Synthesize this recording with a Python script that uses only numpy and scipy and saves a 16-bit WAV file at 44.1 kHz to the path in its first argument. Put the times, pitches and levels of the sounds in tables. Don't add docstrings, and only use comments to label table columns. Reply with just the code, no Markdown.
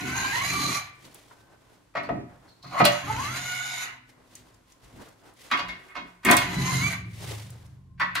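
import sys
import numpy as np
from scipy import signal
from scipy.fft import rfft, irfft, next_fast_len
from scipy.io import wavfile
from scipy.ndimage import uniform_filter1d, map_coordinates

SR = 44100
rng = np.random.default_rng(int(sys.argv[2]) if len(sys.argv) > 2 else 0)


def wav_record(signal):
    frames = np.transpose(np.atleast_2d(signal))
    bounded = np.clip(frames, -1, 1)
    quanta = np.round(bounded * 32767).astype(np.int16)
    wavfile.write(sys.argv[1], SR, quanta)


N = 361619

# (time [s], gear mesh frequency [Hz], whine level [dB],
# first order over whine [dB], relative whirr level [dB], relative treble of the whirr [dB])
RUNS = [
    [(0, 731, -45, 3, -46, -1), (.1, 752, -40, 0, -42, -1), (.325, 815, -35, -6, -39.5, -1),
     (.335, 935, -33, 1, -40, 0), (.365, 948, -34, 1, -40, 0), (.375, 1010, -37, -1, -40, 1),
     (.41, 1026, -34, -3, -41, 1), (.42, 1110, -34, -3, -41, 2), (.455, 1132, -36, -4, -41, 3),
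     (.48, 1168, -38, -3, -42, 4), (.6, 1172, -35.5, -1, -42, 5), (.77, 1170, -40, -2, -41, 5),
     (.82, 1170, -51, -8, -51, 0), (.9, 1185, -70, -8, -62, -4)],
    [(2.92, 260, -55, 0, -44, 0), (3.03, 330, -48, 0, -48, -5), (3.07, 395, -44, 0, -47, -3),
     (3.1, 433, -33, 0, -46, -2), (3.165, 442, -38, 0, -45, -1), (3.21, 545, -39, 0, -44, 0),
     (3.27, 595, -42, -8, -45, 1), (3.3, 660, -38, -8, -45, 1), (3.37, 719, -40, 2, -47, 3),
     (3.44, 721, -46, 2, -48, 4), (3.47, 723, -36, -8, -48, 5), (3.6, 730, -37, -6, -49, 6),
     (3.84, 743, -45, -2, -49, 6), (3.89, 735, -55, -4, -49, -8), (3.98, 735, -75, 0, -62, -9)],
    [(6.42, 970, -48, -10, -37, -6), (6.49, 985, -44, -6, -47, -2), (6.6, 1008, -42, 3, -44, 1),
     (6.7, 1040, -38, 5, -42, 4), (6.8, 1051, -35, -7, -45, 5), (6.85, 1153, -30, -16, -45, 5),
     (6.885, 1170, -32, -16, -45, 4), (6.905, 1160, -40, -12, -46, 2), (6.93, 1000, -39, -6, -45, 2),
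     (6.95, 600, -46, -6, -49, 1), (7.02, 300, -75, 0, -66, 0)],
]
# (frequency [Hz], gain [dB])
WHINE_PATH = [(270, -18), (720, -11), (870, 0), (1020, -3), (1190, 4), (1450, 0), (2150, 1), (2400, 1),
              (2800, -14), (3500, -20)]
THIRD_DB = -6
# (mesh order [1], level over the whine [dB])
HIGH_ORDERS = [(4, -3), (11 / 2, -15)]
# (frequency [Hz], density [dB per Hz])
GEARBOX = [(180, -25), (300, -11), (539, -12), (717, -1), (1740, -1), (2100, 2), (3240, -8.5), (4030, -14),
           (6560, -16.5), (8020, -24), (9330, -18.5), (13500, -22.5), (16500, -81)]
# (frequency [Hz], width [Hz], relative level [dB])
HOUSING = [(2036, 55, -2.5), (2950, 130, -6), (4740, 150, -6), (6470, 110, 8), (6880, 140, 7.5)]
# (frequency [Hz], width [Hz], relative level [dB])
HOUSING_RING = [(4010, 38, 0), (4220, 110, -10)]
RING_DB = -3.5
RING_FOLLOWS, RING_DB_PER_OCTAVE = .9, 3
# (first burst [dB], second [dB], third [dB])
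BURST_RING_DB = (-3, -3.5, -3.5)
# (order [1], width [Hz], relative level in bursts 1, 2, 3 [dB])
SMEARED = [(3, 380, -20, -8, -16), (7 / 2, 130, -11, -30, -26), (5, 320, -26, -11, -22),
           (7, 160, -24, -17, -22), (37 / 4, 380, -30, -11, -28)]
SMEAR_FOLLOWS = 2.2
# (time [s], level [dB])
BINDING = [(0, -56), (.1, -42), (.2, -43), (.225, -50), (.25, -40), (.42, -41), (.5, -60), (.6, -80),
           (2.95, -80), (3.05, -49), (3.25, -49), (3.35, -80)]
BINDING_HZ, BINDING_WIDTH_HZ = 1050, 60

# (frequency [Hz], relative level at bolt 1 [dB], bolt 2 [dB], bolt 3 [dB])
PLATE = [(475, -10, -18, -20), (590, -2, -18, -20), (670, -8, -18, -18), (711, -7, -7, -9),
         (835, -11, -10, -14), (958, -7, -14, -16), (1010, -14, -3, -14), (1073, -12, -9, -12),
         (1135, -6, -14, -6), (1268, -9, -16, -16), (1497, -18, -14, -14), (1565, -14, -9, -6),
         (1778, -14, -16, -5), (1860, -7, -18, -16), (1945, -6, -14, -8), (2165, -12, -2, -14),
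         (2385, -8, -16, -14), (2478, -16, -6, -18), (2603, -16, -16, -12), (2740, -18, -11, -13),
         (2850, -7, -8, -18), (3120, -18, -18, -14), (3270, -14, -5, -9), (3405, -12, -4, -16),
         (3520, -16, -16, -5), (3615, -14, -8, -16), (3890, -16, -7, -10), (4030, -9, -18, -18),
         (4270, -14, -12, -14), (4390, -9, -16, -18), (4620, -14, -16, -9)]
# (time [s], duration [s], t60 [s], deep boom level [dB],
# upper boom level [dB], drum level [dB], rumble level [dB])
JOLTS = [(0, .14, .6, -47, -45, -41, -53), (.08, .64, .7, -47, -46, -47, -57),
         (.5, .2, .5, -45, -40, -39, -64), (1.03, .03, .5, -63, -64, -55, -64),
         (1.95, .12, .8, -53, -47, -48, -64), (2.09, .11, .65, -49, -41, -40, -53),
         (2.635, .1, 1.1, -56, -49, -52, -72), (2.797, .05, .5, -40, -29, -28, -45),
         (3.02, .21, .8, -42, -46, -49, -53), (3.17, .06, .6, -60, -50, -43, -70),
         (3.25, .07, 1.3, -54, -48, -50, -58), (4.38, .05, .5, -67, -64, -66, -67),
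         (4.82, .03, .4, -60, -63, -69, -55), (4.92, .09, .3, -60, -59, -55, -58),
         (5.515, .03, .6, -56, -52, -38, -62), (5.6, .11, .5, -55, -54, -50, -56),
         (5.95, .12, .4, -68, -62, -55, -65), (6.245, .07, .55, -39, -34, -24, -52),
         (6.36, .44, .8, -43, -38, -42, -52), (6.545, .08, .5, -42, -26, -44, -49),
         (6.7, .07, .5, -38, -25, -41, -45), (6.79, .08, .6, -36, -30, -46, -55),
         (6.92, .18, 2.2, -37, -45, -56, -58), (7.25, .06, 1.2, -46, -47, -53, -70),
         (7.4, .75, 1.1, -53, -53, -76, -63), (8.0, .04, .6, -54, -54, -50, -58),
         (8.14, .04, .6, -56, -48, -55, -58)]
JOLT_RISE_S = .025
RING_SHARE = (1.05, .9, .55, .55)
# (deep [dB], upper [dB], drum [dB], rumble [dB])
AT_REST_DB = (-69, -72, -73, -73)
# (frequency [Hz], relative level [dB])
DEEP = [(84, -4), (110, 0.5)]
# (frequency [Hz], relative level [dB])
UPPER = [(133, 0.5), (178, -3)]
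# (frequency [Hz], width [Hz], relative level [dB])
DRUM = [(218, 20, -3), (252, 27, 0.5), (281.5, 14, 0.5), (314.7, 38, -1.5), (375.8, 19, -5)]
# (time [s], frequency [Hz], level [dB], t60 [s])
RINGING = [(.52, 135, -38, 1.1), (1.33, 1540, -68, 1.5), (3.25, 128, -38, 1.6), (3.3, 252, -60, 6),
           (5.53, 378, -58, 2.5), (5.62, 178, -43, .5), (5.97, 178, -53, .9), (6.3, 378, -45, 1.8),
           (6.47, 178, -32, 1.5), (8.0, 178, -46, .9)]
RINGING_RISE_S = .03

# (time of maximum [s], rise [s per 10 dB], fall [s per 10 dB],
# relative body level [dB], relative hiss level [dB])
RUBS = [(.95, .1, .2, -66, -72), (1.052, .05, .08, -57, -58), (1.155, .04, .1, -61, -59),
        (1.33, .15, .2, -61, -67), (1.53, .05, .08, -62, -77), (1.73, .15, .15, -63, -70),
        (2.3, .02, .15, -60, -72), (2.45, .05, .15, -62, -72), (4.096, .015, .04, -63, -65),
        (4.364, .08, .12, -65, -61), (4.2, .1, .2, -65, -80), (4.47, .15, .2, -64, -75),
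        (4.72, .04, .04, -74, -65), (4.845, .04, .1, -65, -63), (5.024, .13, .08, -54, -64),
        (5.278, .09, .06, -57, -65), (5.085, .1, .05, -66, -62), (5.41, .03, .2, -66, -57),
        (5.46, .06, .05, -58, -57), (5.87, .1, .05, -59, -64), (6.09, .05, .08, -62, -68),
        (7.22, .03, .15, -52, -50), (7.32, .1, .12, -50, -45.5), (7.53, .03, .18, -60, -70)]
# (frequency [Hz], density [dB per Hz])
CLOTH = [(180, -8), (300, -2.5), (1010, -6), (1370, -10.5), (1490, -8.5), (1790, -13), (4000, -34),
         (5200, -48), (8800, -120)]
# (frequency [Hz], density [dB per Hz])
HISS = [(1180, -22), (2000, 0), (2280, -3), (3460, -3), (11300, -11), (14600, -20), (15600, -14),
        (16500, -88)]
# (time [s], relative level [dB], frequency [Hz], t60 [s])
TICKS = [(1.05, -46, 4660, 0.045), (1.145, -35, 9500, .02), (1.311, -39, 950, 0.04),
         (1.532, -46, 600, 0.029), (4.353, -33, 7280, 0.023), (4.543, -53, 6150, 0.031),
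         (4.722, -43.5, 5150, 0.012), (4.995, -41, 600, .02), (5.015, -34, 600, 0.025),
         (5.087, -52, 8000, .03), (5.338, -52, 9000, .015), (6.771, -24.5, 6200, 0.01),
         (7.309, -32, 420, 0.078), (7.504, -37.5, 8000, .02), (7.663, -50, 6000, .02)]

# (time [s], relative level [dB], relative thud [dB], relative edge [dB],
# relative snap [dB], t60 of the clang band [s], strongest frequency [Hz])
BLOWS = [(1.938, -36, -10, -15, -35, .1, 1300), (1.9515, -19, -6, -16, -35.5, 0.15, 1180),
         (1.9674, -21, -13.5, -12, -36.5, 0.17, 1860), (2.03, -32, -21, -6, -17, 0.18, 1000),
         (2.0887, -21.5, 6, -19.5, -37.5, 0.078, 900), (2.1014, -35, 4.5, -22, -40, 0.23, 956),
         (2.8012, -7, 0.5, -21.5, -37, 0.088, 1160), (2.811, -12, -3, -12, -30, 0.1, 900),
         (2.842, -18, -6, 4, -26, .1, 2400), (2.8512, -10, -3, 4, -3.5, 0.11, 1150),
         (2.8654, -17, -13, -9, -11, 0.15, 2360), (5.501, -29, -20, -10, -25, .1, 2000),
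         (5.5128, -12, -24, -8.5, -27.5, 0.19, 1130), (5.5344, -13.5, -25, -15, -35, 0.11, 1580),
         (5.572, -25, -20, -3, -22, .15, 2100), (5.5897, -20.5, -8.5, -4.5, -24.5, 0.15, 1000),
         (5.683, -28, -12, -4, -18, 0.22, 2140), (5.883, -38, -15.5, -18.5, -16, 0.3, 1880),
         (5.944, -34, -10, -8, -25, .15, 1500), (5.953, -26.5, -10, -11, -29, 0.15, 970),
         (5.963, -27.5, -12, -6, -30, .2, 1000), (6.224, -40, -22.5, -8.5, -20, 0.41, 1220),
         (6.231, -31, -20, -10, -18, .3, 1500), (6.2492, -13, -16.5, -12, -7.5, 0.15, 1700),
         (6.2644, -13, -12.5, -9.5, -28.5, 0.22, 1540), (6.2871, -4.5, -11, -15, -32.5, 0.1, 1430),
         (6.2994, -12, 2, -13, -15, 0.12, 2110), (6.3114, -9.5, -23.5, -2, -3, 0.15, 2150),
         (6.3205, -7, -8, -39, -22.5, 0.13, 1100), (6.3674, -16, -17, 1.5, 0, 0.17, 1860),
         (6.9242, -24.5, -32, -12, -11.5, 0.13, 2050), (7.975, -41, -25, -10, -30, .2, 2000),
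         (7.9968, -18, -25, -12, -30, .15, 1500), (8.0022, -14, -28, -17, -33, 0.24, 1160),
         (8.0134, -17.5, -11, -8, -39.5, 0.084, 1130), (8.146, -29, -23, -5, -18, .1, 2000),
         (8.1525, -15, -23, -4, -14, 0.18, 1550), (8.1794, -19, -27, -15, -37, 0.07, 1130)]
# (second bolt [s], third bolt [s])
NEXT_BOLT_S = (5, 7.5)
# (frequency [Hz], density [dB per Hz])
THUD = [(200, -89), (330, -24), (450, -8), (560, -2), (700, -1), (900, -6.5), (1400, -35), (3000, -89)]
# (frequency [Hz], density [dB per Hz], before the tilt about its strongest pitch)
CLANG = [(300, -90.5), (550, -19), (950, -5), (1200, 0.5), (1400, -1), (1600, -2.5), (1850, -0.5),
         (2150, 0), (2700, -7), (4200, -21.5), (9000, -81)]
# (frequency [Hz], density [dB per Hz])
EDGE = [(1000, -89.5), (1700, -31.5), (2600, -1.5), (3500, -5.5), (4600, -4), (7000, -15.5), (14000, -82)]
# (frequency [Hz], density [dB per Hz])
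SNAP = [(1800, -91), (3500, -25), (6000, -5), (8500, 0), (12000, -4.5), (15500, -10), (17000, -41)]
FIRM_DB, FIRM_RISE_S, SLOWER_PER_DB = -27, .0014, .0013
CRACK_FOLLOWS = .25

# (time [s], song level [dB], growl level [dB], relative whirr level [dB])
WINDING = [(2.475, -76, -90, -90), (2.49, -63, -90, -90), (2.622, -75, -90, -90), (2.63, -54, -75, -70),
           (2.638, -53, -56, -64), (2.65, -56, -46, -57), (2.69, -55, -61, -59), (2.73, -48.5, -41.5, -50),
           (2.77, -50, -29, -41), (2.8, -48, -35.5, -34), (2.82, -48, -42, -50), (2.9, -69, -70, -80)]
# (frequency [Hz], width [Hz], relative level [dB])
GROWL = [(590, 40, -6), (736, 130, -3), (1120, 380, -1.5)]
SWITCHING_HZ = 4260
WINDING_TREBLE_DB, WINDING_RING_DB = -10, -18

# (time [s], left minus right [dB])
SIDEWAYS = [(0, 0), (.64, -1.5), (1.12, 2), (1.6, -3), (2.12, 0), (3.2, -1), (3.9, -1), (4.4, 3.5),
            (5.0, 2), (5.8, -1), (6.78, -.5), (7.6, 2), (8.2, 1.5)]
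# (frequency [Hz], relative side over mid [dB])
SCATTER = [(60, -18), (130, -14.5), (290, -5.5), (640, -4.5), (1410, -3.5), (3100, -1.5), (6820, 1.5),
           (15000, -2)]
# (frequency [Hz], t60 [s])
GARAGE = [(200, 0.31), (2000, 0.63), (10000, 0.17)]
# (frequency [Hz], density [dB per Hz])
AIR = [(180, -27.5), (300, -1.5), (433, -16), (978, -14), (8360, -24), (13800, -30), (16000, -52.5)]
# (time [s], gain [dB])
HUSH_DIPS = [(7.72, 0), (7.82, -9), (7.99, -10), (8.0, 0)]
AIR_DB = -68
TOP_HZ = 16750


def amp(db):
    return 10 ** (np.asarray(db) / 20)


def unit(x):
    return x / np.sqrt(np.mean(x ** 2) + 1e-20)


def along(points, hz):
    f, v = np.transpose(points)
    return np.interp(np.log(hz + 1), np.log(f + 1), v)


def curves(rows):
    s, *cols = np.transpose(rows)
    return np.array([np.interp(np.arange(N) / SR, s, c) for c in cols])


def during(rows, per_s=100):
    t = np.arange(N) / SR
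    return np.clip(np.minimum(t - rows[0][0], rows[-1][0] - t) * per_s + 1, 0, 1)


def wobble(rate, size=N):
    knots = rng.standard_normal(int(size * rate / SR) + 4)
    return map_coordinates(knots, [np.arange(size) * rate / SR])


def filtered(x, response):
    n = x.shape[-1]
    m = next_fast_len(n + 8192)
    return irfft(rfft(x, m) * response(np.fft.rfftfreq(m, 1 / SR)), m)[..., :n]


def modes(table):
    return lambda f: sum(amp(db) * 1j * f * w / (c * c - f * f + 1j * f * w) for c, w, db in table)


def coloured(spectrum, shape):
    return unit(filtered(rng.standard_normal(shape), lambda hz: amp(along(spectrum, hz))))


def hush():
    return amp(AIR_DB + curves(HUSH_DIPS)[0]) * coloured(AIR, (2, N))


def whine():
    out = np.zeros(N)
    for rows in RUNS:
        gate = during(rows)
        on = gate > 0
        hz, whine_db, first_db = curves(rows)[:3, on]
        waver = lambda rate: wobble(rate, size=len(hz))
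        phase = 2 * np.pi * np.cumsum(hz * (1 + 0.00623 * waver(60))) / SR
        orders_db = [db + along(WHINE_PATH, (k + 1) * hz) for k, db in enumerate((first_db, 0, THIRD_DB))]
        housing = modes(HOUSING + HOUSING_RING)
        orders_db += [db + 20 * np.log10(np.abs(housing(order * hz))) for order, db in HIGH_ORDERS]
        for order, db in zip((1, 2, 3, *np.transpose(HIGH_ORDERS)[0]), orders_db):
            flutter = amp(2.3 * waver(25)) * (1 + .45 * waver(160))
            tone = np.sin(order * phase + 0.32 * waver(120))
            out[on] += gate[on] * amp(whine_db + db) * flutter * tone
    return out


def patchy(x, depth_db):
    z = signal.stft(x, nperseg=1024)[2]
    field = uniform_filter1d(rng.standard_normal(z.shape), size=3, axis=0)
    field = uniform_filter1d(field, size=5, axis=1)
    return signal.istft(z * amp(depth_db * unit(field)), nperseg=1024)[1][:N]


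def grit_layers(grit, sheet):
    coupling = lambda hz: 1 + np.abs(modes(HOUSING)(hz)) + np.abs(sheet(hz))
    body = filtered(grit, lambda hz: amp(along(GEARBOX, hz)) * coupling(hz))
    body = patchy(body, depth_db=3)
    low = filtered(body, lambda hz: 1 / (1 + (hz / 3800) ** 8))
    ring = unit(filtered(grit, modes(HOUSING_RING))) * amp(1.5 * wobble(14))
    return unit(low), unit(body - low), ring


def whirr(layers, db, treble_db, ring_db):
    low, high, ring = layers
    return amp(db) * (amp(5.5) * low + amp(treble_db) * high + amp(ring_db) * ring)


def smeared(order, width_hz, hz):
    phase = 2 * np.pi * order * np.cumsum(hz) / SR
    in_phase = wobble(width_hz, size=len(hz)) * np.cos(phase)
    return in_phase + wobble(width_hz, size=len(hz)) * np.sin(phase)


def gear_noise(layers):
    out = np.zeros(N)
    for burst, rows in enumerate(RUNS):
        hz, _, _, whirr_db, treble_db = curves(rows)
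        ring_db = RING_DB + BURST_RING_DB[burst] + RING_FOLLOWS * treble_db
        ring_db = ring_db + RING_DB_PER_OCTAVE * np.log2(hz / 1000)
        gate = during(rows)
        out += gate * whirr(layers, whirr_db, treble_db, ring_db)
        on = gate > 0
        bands = sum(amp(dbs[burst]) * smeared(order, width, hz[on]) for order, width, *dbs in SMEARED)
        out[on] += (gate * amp(whirr_db + SMEAR_FOLLOWS * treble_db))[on] * bands
    return out


def groan(grit):
    mode = modes([(BINDING_HZ, BINDING_WIDTH_HZ, 0)])
    return amp(curves(BINDING)[0] + 2.5 * wobble(18)) * unit(filtered(grit, lambda hz: mode(hz) ** 2))


def driver():
    grit = rng.standard_normal(N) * amp(1.5 * wobble(300) + 1.3 * wobble(30))
    mean_db = np.mean(np.array(PLATE)[:, 1:], axis=1)
    sheet = modes([(row[0], 40, db - 2.5) for row, db in zip(PLATE, mean_db)])
    tones = whine()
    tones = tones + filtered(tones, sheet)
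    layers = grit_layers(grit, sheet)
    return tones + gear_noise(layers) + groan(grit) + winding(grit, layers)


def echoes(t60, seconds):
    hz, t, z = signal.stft(rng.standard_normal((2, int(SR * seconds))), SR, nperseg=256)
    tail = signal.istft(z * amp(-60 * t / along(t60, hz)[:, None]), SR, nperseg=256)[1]
    return tail / np.linalg.norm(tail[0])


def chassis(x, size=4096):
    side, padded = np.zeros(N + 4 * size), np.pad(x, (size, 2 * size))
    for k in range(0, N + size, size):
        piece = padded[k:k + 2 * size] * np.sqrt(np.hanning(2 * size))
        near = signal.fftconvolve(piece, echoes([(200, 0.26), (8000, .04)], seconds=.08)[0])
        side[k:k + len(near)] += near
    side = filtered(side[size:size + N], lambda hz: amp(along(SCATTER, hz) - 2.2))
    return np.array([x + side, x - side])


def garage(x):
    return signal.fftconvolve(np.pad(x, (600, 0))[None], echoes(GARAGE, seconds=.8), axes=1)[:, :N]


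def shaking():
    t = np.arange(0, N + 64, 64) / SR
    power = amp(np.multiply(AT_REST_DB, 2))[:, None]
    for s, lasts, t60, *dbs in JOLTS:
        rise = np.clip((t - s) / JOLT_RISE_S, 0, 1)
        fall_db = -60 * np.clip(t - s - lasts, 0, None) / (t60 * np.array(RING_SHARE)[:, None])
        power = power + (rise * amp(np.array(dbs)[:, None] + fall_db)) ** 2
    return [np.interp(np.arange(N) / SR, t, p ** .5) * amp(1.8 * wobble(16)) for p in power]


def boom(table):
    t = np.arange(N) / SR
    tones = 0
    for hz, db in table:
        strength = amp(db + 2.7 * wobble(6))
        phase = 1.2 * wobble(8) + .14 * wobble(4) * [[1], [-1]]
        tones = tones + strength * np.sin(2 * np.pi * hz * t + phase)
    resonances = modes([(hz, 30, db) for hz, db in table])
    blur = filtered(rng.standard_normal(N), lambda f: resonances(f) ** 2)
    return unit(unit(tones) + .6 * unit(blur))


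def plate():
    deep, upper, drumming, rumbling = shaking()
    drum = unit(filtered(rng.standard_normal(N), lambda hz: modes(DRUM)(hz) ** 2))
    spread = .45 * unit(filtered(rng.standard_normal(N), modes(DRUM))) * [[1], [-1]]
    # (frequency [Hz], density [dB per Hz])
    low = [(5, -59.5), (18, -23.5), (36, -13), (52, -1), (64, -6), (85, -41), (200, -100)]
    rumble = coloured(low, N) + .33 * coloured(low, N) * [[1], [-1]]
    return deep * boom(DEEP) + upper * boom(UPPER) + drumming * (drum + spread) + rumbling * rumble


def ringing():
    out, t = np.zeros(N + 2 * SR), np.arange(2 * SR) / SR
    for s, hz, db, t60 in RINGING:
        decay = amp(db + 1.5 * wobble(15, size=len(t)) - 60 * t / t60)
        ends = (1 - np.exp(-t / RINGING_RISE_S)) * np.clip(10 * (t[-1] - t), 0, 1)
        tone = np.sqrt(2) * np.sin(2 * np.pi * hz * t + .5 * wobble(10, size=len(t)))
        out[round(s * SR):][:len(t)] += decay * ends * tone
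    return out[:N]


def cloth(spectrum):
    patches = amp(1.14 * wobble(25) + 1.5 * wobble(140))
    return patches * (coloured(spectrum, N) + 1.24 * coloured(spectrum, (2, N)))


def rustle():
    t, power = np.arange(0, N + 64, 64) / SR, 0
    for s, rise, fall, *dbs in RUBS:
        drop_db = 10 * np.maximum((s - t) / rise, (t - s) / fall)
        power = power + amp(np.array(dbs)[:, None] - drop_db) ** 2
    body_gain, hiss_gain = (np.interp(np.arange(N) / SR, t, p ** .5) for p in power)
    return body_gain * cloth(CLOTH) + hiss_gain * cloth(HISS)


def ticks():
    out, t = np.zeros(N + SR), np.arange(SR // 8) / SR
    for s, db, hz, t60 in TICKS:
        puff = unit(filtered(rng.standard_normal(len(t)), lambda f: modes([(hz, .7 * hz, 0)])(f) ** 2))
        out[round(s * SR):][:len(t)] += amp(db - 5.5 - 60 * t / t60) * puff
    return out[:N]


def blows():
    out, t = np.zeros(N + SR), np.arange(SR // 2) / SR
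    fall = lambda t60: amp(-60 * t / t60) + amp(-18 - 60 * t / (3 * t60))
    for s, db, thud_db, edge_db, snap_db, t60, top_hz in BLOWS:
        clang = [(hz, level - 7 * abs(np.log2(hz / top_hz))) for hz, level in CLANG]
        bands = ((thud_db, THUD, 1.2), (0, clang, 1), (edge_db, EDGE, .85))
        dense = sum(amp(d) * fall(k * t60) * coloured(c, len(t)) for d, c, k in bands)
        bolt = np.searchsorted(NEXT_BOLT_S, s)
        struck = [(hz, 13 + 0.003 * hz, levels[bolt] + rng.normal(0, 1.5)) for hz, *levels in PLATE]
        ring = amp(6.5) * filtered(dense, modes(struck))
        rise_s = FIRM_RISE_S + SLOWER_PER_DB * max(FIRM_DB - db, 0)
        onset = 1 - np.exp(-t / rise_s)
        crack = amp(6 + CRACK_FOLLOWS * snap_db - 60 * t / 0.016) * (1 - np.exp(-3 * t / rise_s))
        snap = amp(snap_db) * (crack + amp(-8 - 60 * t / (0.85 * t60)) * onset)
        blow = (amp(-9) * dense + ring) * onset + snap * coloured(SNAP, len(t))
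        out[round(s * SR):][:len(t)] += amp(db - 4.3) * blow
    return out[:N]


def winding(grit, layers):
    song = unit(filtered(rng.standard_normal(N), modes([(SWITCHING_HZ, 260, 0)])))
    growl = unit(filtered(grit, lambda hz: modes(GROWL)(hz) ** 2))
    song_db, growl_db, whirr_db = curves(WINDING)
    out = amp(song_db + 3.6 * wobble(88)) * song + amp(growl_db) * growl
    return during(WINDING) * (out + whirr(layers, whirr_db, WINDING_TREBLE_DB, WINDING_RING_DB))


def scene():
    tool = driver() + blows() + ticks()
    pan_db = curves(SIDEWAYS)[0]
    panned = (chassis(tool) + amp(-9.5) * garage(tool)) * amp([pan_db / 2, -pan_db / 2])
    return panned + plate() + ringing() + rustle() + hush()


def record(dry):
    soft = dry / (1 + np.abs(dry / .95) ** 8) ** (1 / 8)
    return filtered(soft, lambda hz: hz < TOP_HZ)


dry = scene()
out = record(dry)
wav_record(out)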